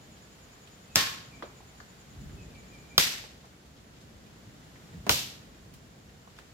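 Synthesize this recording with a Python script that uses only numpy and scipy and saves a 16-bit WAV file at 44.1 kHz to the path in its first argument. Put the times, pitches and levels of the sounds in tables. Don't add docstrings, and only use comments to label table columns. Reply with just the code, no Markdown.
import sys
import numpy as np
from scipy import signal
from scipy.fft import rfft, irfft, next_fast_len
from scipy.io import wavfile

SR = 44100
rng = np.random.default_rng(int(sys.argv[2]) if len(sys.argv) > 2 else 0)


def wrap_up_sound(samples):
    columns = np.atleast_2d(samples).T
    tamed = np.clip(columns, -1, 1)
    steps = np.round(tamed * 32767).astype(np.int16)
    wavfile.write(sys.argv[1], SR, steps)


N = 288320

# f/Hz, level/dB
RUMBLE_SPECTRUM = [(15, -33), (25, -44.5), (43, -5), (65, -2), (93, -5), (141, -2), (239, -6.5),
                   (316, -10.5), (406, -14), (700, -18.5), (910, -39), (1540, -120)]


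def snaps(thud_t60_s=0.14, rumble_re_thud_db=-18.5, rumble_t60_s=0.7):
    # stub/Hz, stub/dB, echo/dB, echo low edge/Hz, echo treble/dB, ring/dB
    branches = [(0.9572, 3, 0.0012, -3, 5600, -24, 1174, -20, -19, 1170, -3.5, -33),
                (2.9795, 4, 0.001583, 3.5, 4220, -25.5, 1136, -15, -17.5, 1910, -2, -48),
                (5.0936, 2, 0.00214, -3.5, 3260, -21.5, 1440, -16, -20, 2850, 0, -55)]
    # f/Hz, level/dB
    thud_spectrum = [(30, -23), (80, -2), (170, 3.5), (260, -4), (550, -1), (1200, -1), (2500, -16.5),
                     (6000, -18), (16000, -22)]
    out, t = np.zeros((2, N)), np.arange(SR) / SR
    for (s, first_db, delay_s, second_db, splinter_hz, thud_db,
         stub_hz, stub_db, echo_db, low_hz, treble_db, ring_db) in branches:
        add(out, s, from_db(first_db) * fracture(splinter_hz))
        add(out, s + delay_s, from_db(second_db) * fracture(splinter_hz))
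        add(out, s + delay_s, from_db(stub_db) * stub_knock(stub_hz))
        add(out, s, diffuse(thud_spectrum, SR) * decay(t, thud_t60_s, thud_db))
        add(out, s, diffuse(RUMBLE_SPECTRUM, SR) * decay(t, rumble_t60_s, thud_db + rumble_re_thud_db))
        add(out, s, from_db(echo_db) * forest_echo(low_hz, treble_db))
        add(out, s, from_db(ring_db) * stick_ring())
    return out


def fracture(splinter_hz, pulse_db=6.5, travel_1khz_s=0.00065, half_width_oct=0.43):
    # f/Hz, level/dB
    crack_spectrum = [(30, -25), (80, -14), (170, 6), (350, -12), (1200, -1), (3000, 2), (5000, 1),
                      (7000, -10), (9800, -13), (12500, -1.5), (16000, -11)]
    size = SR // 8
    t = np.arange(size) / SR
    khz = np.arange(size // 2 + 1) * SR / size / 1000
    bending = irfft(np.exp(-4j * np.pi * travel_1khz_s * 1e3 * np.sqrt(khz)), size)
    pulse = from_db(pulse_db) * colour(bending, crack_spectrum)
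    splinters = rms_one(colour(rng.standard_normal(size), resonance(splinter_hz, half_width_oct)))
    splinters *= decay(t, t60_s=0.012, db=-10)
    tearing = diffuse(crack_spectrum, size) * decay(t, t60_s=0.02, db=-18)
    return from_branch(pulse + splinters) + tearing


def stub_knock(hz, t60_s=0.017, overtone_db=-7):
    t = np.arange(SR // 8) / SR
    first = np.sin(2 * np.pi * hz * t) * decay(t, t60_s)
    second = np.sin(2 * np.pi * 2.76 * hz * t) * decay(t, t60_s / 2, overtone_db)
    return from_branch(first + second)


def forest_echo(low_hz, treble_db, build_s=0.0078, shelf_db=-8, grain_db=1.0, grain_s=0.0033):
    # f/Hz, level/dB
    echo_spectrum = [(100, -11), (500, -4.5), (1000, -1.5), (1700, -1.5), (2700, -0.5), (3600, 1),
                     (5000, 0), (7000, -3.5), (8300, -7), (9800, -14.5), (11500, -5), (14000, -9),
                     (16000, -20)]
    # f/Hz, t60/s
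    forest_t60 = [(100, 0.76), (700, 0.65), (2000, 0.57), (4000, 0.52), (8000, 0.49), (16000, 0.39)]
    t, hz = np.arange(SR) / SR, np.arange(SR // 2 + 1)
    centres_hz = np.geomspace(250, 16000, 5)
    girth = [(low_hz * 0.6, shelf_db), (low_hz, 0), (low_hz * 4, 0), (low_hz * 10, treble_db)]
    wash = rfft(diffuse(echo_spectrum, SR)) * from_db(at_hz(girth, hz))
    out = 0
    for centre_hz, share in zip(centres_hz, np.eye(len(centres_hz))):
        band = irfft(wash * at_hz(np.column_stack([centres_hz, share]), hz), SR)
        out += band * decay(t, at_hz(forest_t60, centre_hz))
    trunks = wander(t, grain_s, rng.standard_normal(SR))
    return out * (1 - np.exp(-t / build_s)) * from_db(grain_db * trunks)


def stick_ring(build_s=0.0061, flutter_s=0.037, flutter_depth=0.23):
    # f/Hz, level/dB, t60/s
    modes = [(759, -9, .2), (1082, -2, .6), (1335, -5, .42), (1722, 0, .47), (1851, -6, .35),
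             (2114, -7, .35), (2410, -5, .42), (2745, -4, .35)]
    out, t = 0, np.arange(SR) / SR
    for hz, db, t60_s in modes:
        paths = rng.standard_normal((2, 200)) + 1j * rng.standard_normal((2, 200))
        flutter = np.array([wander(t, flutter_s, port) for port in paths])
        tone = np.exp(2j * np.pi * (hz * t + rng.random())) * (1 + flutter_depth * flutter)
        out += tone.real * decay(t, t60_s, db)
    return out * (1 - np.exp(-t / build_s))


def knocks_cracks_scuff(tick_ratio=3.1, overtone_db=-17, soil_ratio=0.45, soil_lag_s=0.0027):
    # t/s, level/dB, f/Hz, half-width/oct, t60/s; cracks at 0.953 and 5.0667 s, scuff at 5.738 s
    events = [(0.674, -44, 3026, 0.38, .03), (0.953, -28, 5200, 1.0, 0.0063),
              (1.4242, -24.5, 1040, 0.55, 0.032), (1.605, -42, 760, 0.41, .02),
              (1.802, -33.5, 1490, 0.33, 0.023), (3.239, -40.5, 600, 0.51, 0.061),
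              (3.443, -46, 800, .6, .09), (4.757, -47, 1980, 0.22, .08), (5.0667, -20.5, 674, 1.12, 0.0093),
              (5.738, -46, 3000, 1.7, 0.12), (6.275, -41.5, 770, 0.69, 0.035),
              (6.388, -34.5, 1290, 1.1, 0.021)]
    out = np.zeros((2, N))
    for s, db, hz, half_width_oct, t60_s in events:
        soil_db = db + 1.05 * (db + 18.5)
        add(out, s, from_db(db) * contact(hz, half_width_oct, t60_s))
        add(out, s, from_db(db + overtone_db) * contact(hz * tick_ratio, half_width_oct, t60_s=0.13))
        add(out, s + soil_lag_s, from_db(soil_db) * contact(hz * soil_ratio, half_width_oct, t60_s=0.096))
    return out


def contact(hz, half_width_oct, t60_s, tap_db=-5, rattle_db=-8, echo_db=-23, echo_t60_s=0.41):
    t = np.arange(SR // 4) / SR
    impulse = 1.0 * (t == 0)
    response = colour(impulse, resonance(hz, half_width_oct))
    envelope = decay(t, t60_s, rattle_db) + decay(t, echo_t60_s, echo_db)
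    rattle = envelope * diffuse([(hz, 0)], len(t))
    body = signal.fftconvolve(rattle, response[None] / np.linalg.norm(response), axes=1)
    tap = from_db(tap_db) * from_branch(response / np.abs(response).max())
    return body[:, :len(t)] + tap


def bird(note_s=0.094, fall_hz_per_s=3070, waver_hz=50, waver_s=0.0027, echo_t60_s=0.81, wet=0.92):
    # t/s, start f/Hz, level/dB
    notes = [(0.87, 2700, -66), (1.298, 2510, -55.5), (2.355, 2685, -60.5), (2.515, 2510, -60.5),
             (2.70, 2510, -56.5), (2.875, 2490, -58.5)]
    out, t = np.zeros((2, N)), np.arange(SR // 2) / SR
    for s, start_hz, db in notes:
        waver = wander(t, waver_s, rng.standard_normal(len(t)))
        hz = (start_hz - fall_hz_per_s * t + waver_hz * waver)[t < note_s]
        whistle = np.sin(2 * np.pi * np.cumsum(hz) / SR)
        note = from_db(db) * rms_one(whistle * np.hanning(len(hz)))
        trees = rng.standard_normal((2, len(t))) * decay(t, echo_t60_s)
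        add(out, s, note / 2)
        add(out, s, wet * signal.fftconvolve(note[None], trees / np.linalg.norm(trees), axes=1))
    return out


def insect(hz=6930, half_width_oct=0.047, db=-63, half_length_s=0.022):
    # start/s, end/s, period/s
    runs = [(0.037, 0.92, 0.1), (0.935, 2.5, .1075), (2.597, 3.3, 0.103)]
    t = np.arange(N) / SR
    chirps_s = np.concatenate([np.arange(*run) for run in runs])
    envelope = sum(np.exp(-np.minimum(((t - s) / half_length_s) ** 4, 20)) for s in chirps_s)
    return from_db(db) * envelope * diffuse(resonance(hz, half_width_oct), N)


def breeze(rumble_gain_db=2.5):
    # t/s, level/dB
    rumble_levels = [(0, -56.5), (0.6, -59), (1.3, -55.5), (2.0, -59), (2.4, -52), (3.65, -59),
                     (4.05, -55.5), (5.4, -55.5), (6.54, -58.5)]
    # t/s, half-length/s, peak/dB
    gusts = [(2.224, 0.064, -46), (2.32, .1, -49), (4.488, 0.017, -48), (4.97, 0.027, -41.5),
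             (5.746, 0.023, -48.5)]
    # f/Hz, level/dB
    gust_spectrum = [(20, -24), (45, 8), (110, 7), (200, 3.5), (400, -19), (1500, -42)]
    t = np.arange(N) / SR
    rumble = from_db(in_time(rumble_levels) + rumble_gain_db) * diffuse(RUMBLE_SPECTRUM, N)
    gust_envelope = sum(from_db(db) / (1 + ((t - s) / half_s) ** 2) for s, half_s, db in gusts)
    return rumble + gust_envelope * diffuse(gust_spectrum, N)


def forest_air():
    # t/s, level/dB
    hiss_levels = [(0, -56.5), (2.9, -56.5), (3.7, -59.5), (4.9, -56.5), (6.0, -59), (6.54, -58)]
    # f/Hz, level/dB
    hiss_spectrum = [(240, -30), (400, -9), (489, -8.5), (536, -13), (801, -9.5), (865, -11), (1960, -13.5),
                     (2630, -16.5), (2970, -15.5), (6540, -20), (7170, -16.5), (8110, -26), (15000, -30.5),
                     (16000, -40)]
    return from_db(in_time(hiss_levels)) * diffuse(hiss_spectrum, N)


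def litter(db=-62, spread_db=3, hz=2300, half_width_oct=0.79, t60_s=0.21, count=50):
    out, t = np.zeros((2, N)), np.arange(SR // 10) / SR
    for when, strength, shift_oct in rng.uniform(-1, 1, (count, 3)):
        s = (when + 1) / 2 * N / SR
        rustle = diffuse(resonance(hz * 2 ** shift_oct, half_width_oct), len(t))
        add(out, s, rustle * decay(t, t60_s, db + spread_db * strength))
    return out


def from_branch(x, lag_s=0.00012):
    t = np.arange(len(x)) / SR
    return np.array([np.interp(t - lag_s, t, x, left=0), x])


def diffuse(spectrum, size):
    # f/Hz, left-right likeness
    port_likeness = [(60, 1.02), (250, 0.82), (500, 0.5), (1000, -0.25), (2000, 0.04), (4000, 0),
                     (16000, 0)]
    # f/Hz, left minus right/dB
    port_balance = [(500, 0), (2000, -0.5), (4000, 1), (8000, 0), (16000, -7)]
    hz = np.arange(size // 2 + 1) * SR / size
    mid, side = rfft(rng.standard_normal((2, size)))
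    alike = np.clip(at_hz(port_likeness, hz), -1, 1)
    sign = np.array([[1], [-1]])
    ports = np.sqrt(1 + alike) * mid + np.sqrt(1 - alike) * side * sign
    ports *= from_db(sign * at_hz(port_balance, hz) / 2)
    return rms_one(irfft(ports * from_db(at_hz(spectrum, hz)), size))


def resonance(hz, half_width_oct):
    steps = np.arange(-12, 13)
    return np.column_stack([hz * 2 ** (steps * half_width_oct), -20 * np.log10(1 + np.abs(steps) ** 3)])


def colour(x, spectrum):
    n = 2 * next_fast_len(len(x))
    hz = np.arange(n // 2 + 1) * SR / n
    cepstrum = irfft(np.log(from_db(at_hz(spectrum, hz))))
    cepstrum[1:n // 2] *= 2
    response = np.exp(rfft(cepstrum[:n // 2], n))
    return irfft(rfft(x, n) * response)[:len(x)]


def from_db(db):
    return 10 ** (np.asarray(db) / 20)


def decay(t, t60_s, db=0):
    return from_db(db - 60 * t / t60_s)


def rms_one(x):
    return x / np.sqrt(np.mean(x ** 2) + 1e-20)


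def wander(t, step_s, values):
    return np.interp(t / step_s, np.arange(len(values)), values)


def at_hz(table, hz):
    table_hz, values = np.transpose(table)
    return np.interp(np.log(np.maximum(hz, 1)), np.log(table_hz), values)


def in_time(table):
    return np.interp(np.arange(N) / SR, *np.transpose(table))


def add(out, s, sound):
    i = max(0, round(s * SR))
    out[:, i:i + sound.shape[-1]] += sound[..., :N - i]


def scene():
    return snaps() + knocks_cracks_scuff() + bird() + insect() + breeze() + forest_air() + litter()


def record(dry, low_cut_hz=38, ceiling=0.92, high_cut_hz=16100):
    highpass = signal.butter(4, low_cut_hz, "high", fs=SR, output="sos")
    lowpass = signal.ellip(10, 0.05, 60, high_cut_hz, fs=SR, output="sos")
    rounded = ceiling * np.tanh(signal.sosfilt(highpass, dry) / ceiling)
    return signal.sosfiltfilt(lowpass, rounded)


dry = scene()
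out = record(dry)
wrap_up_sound(out)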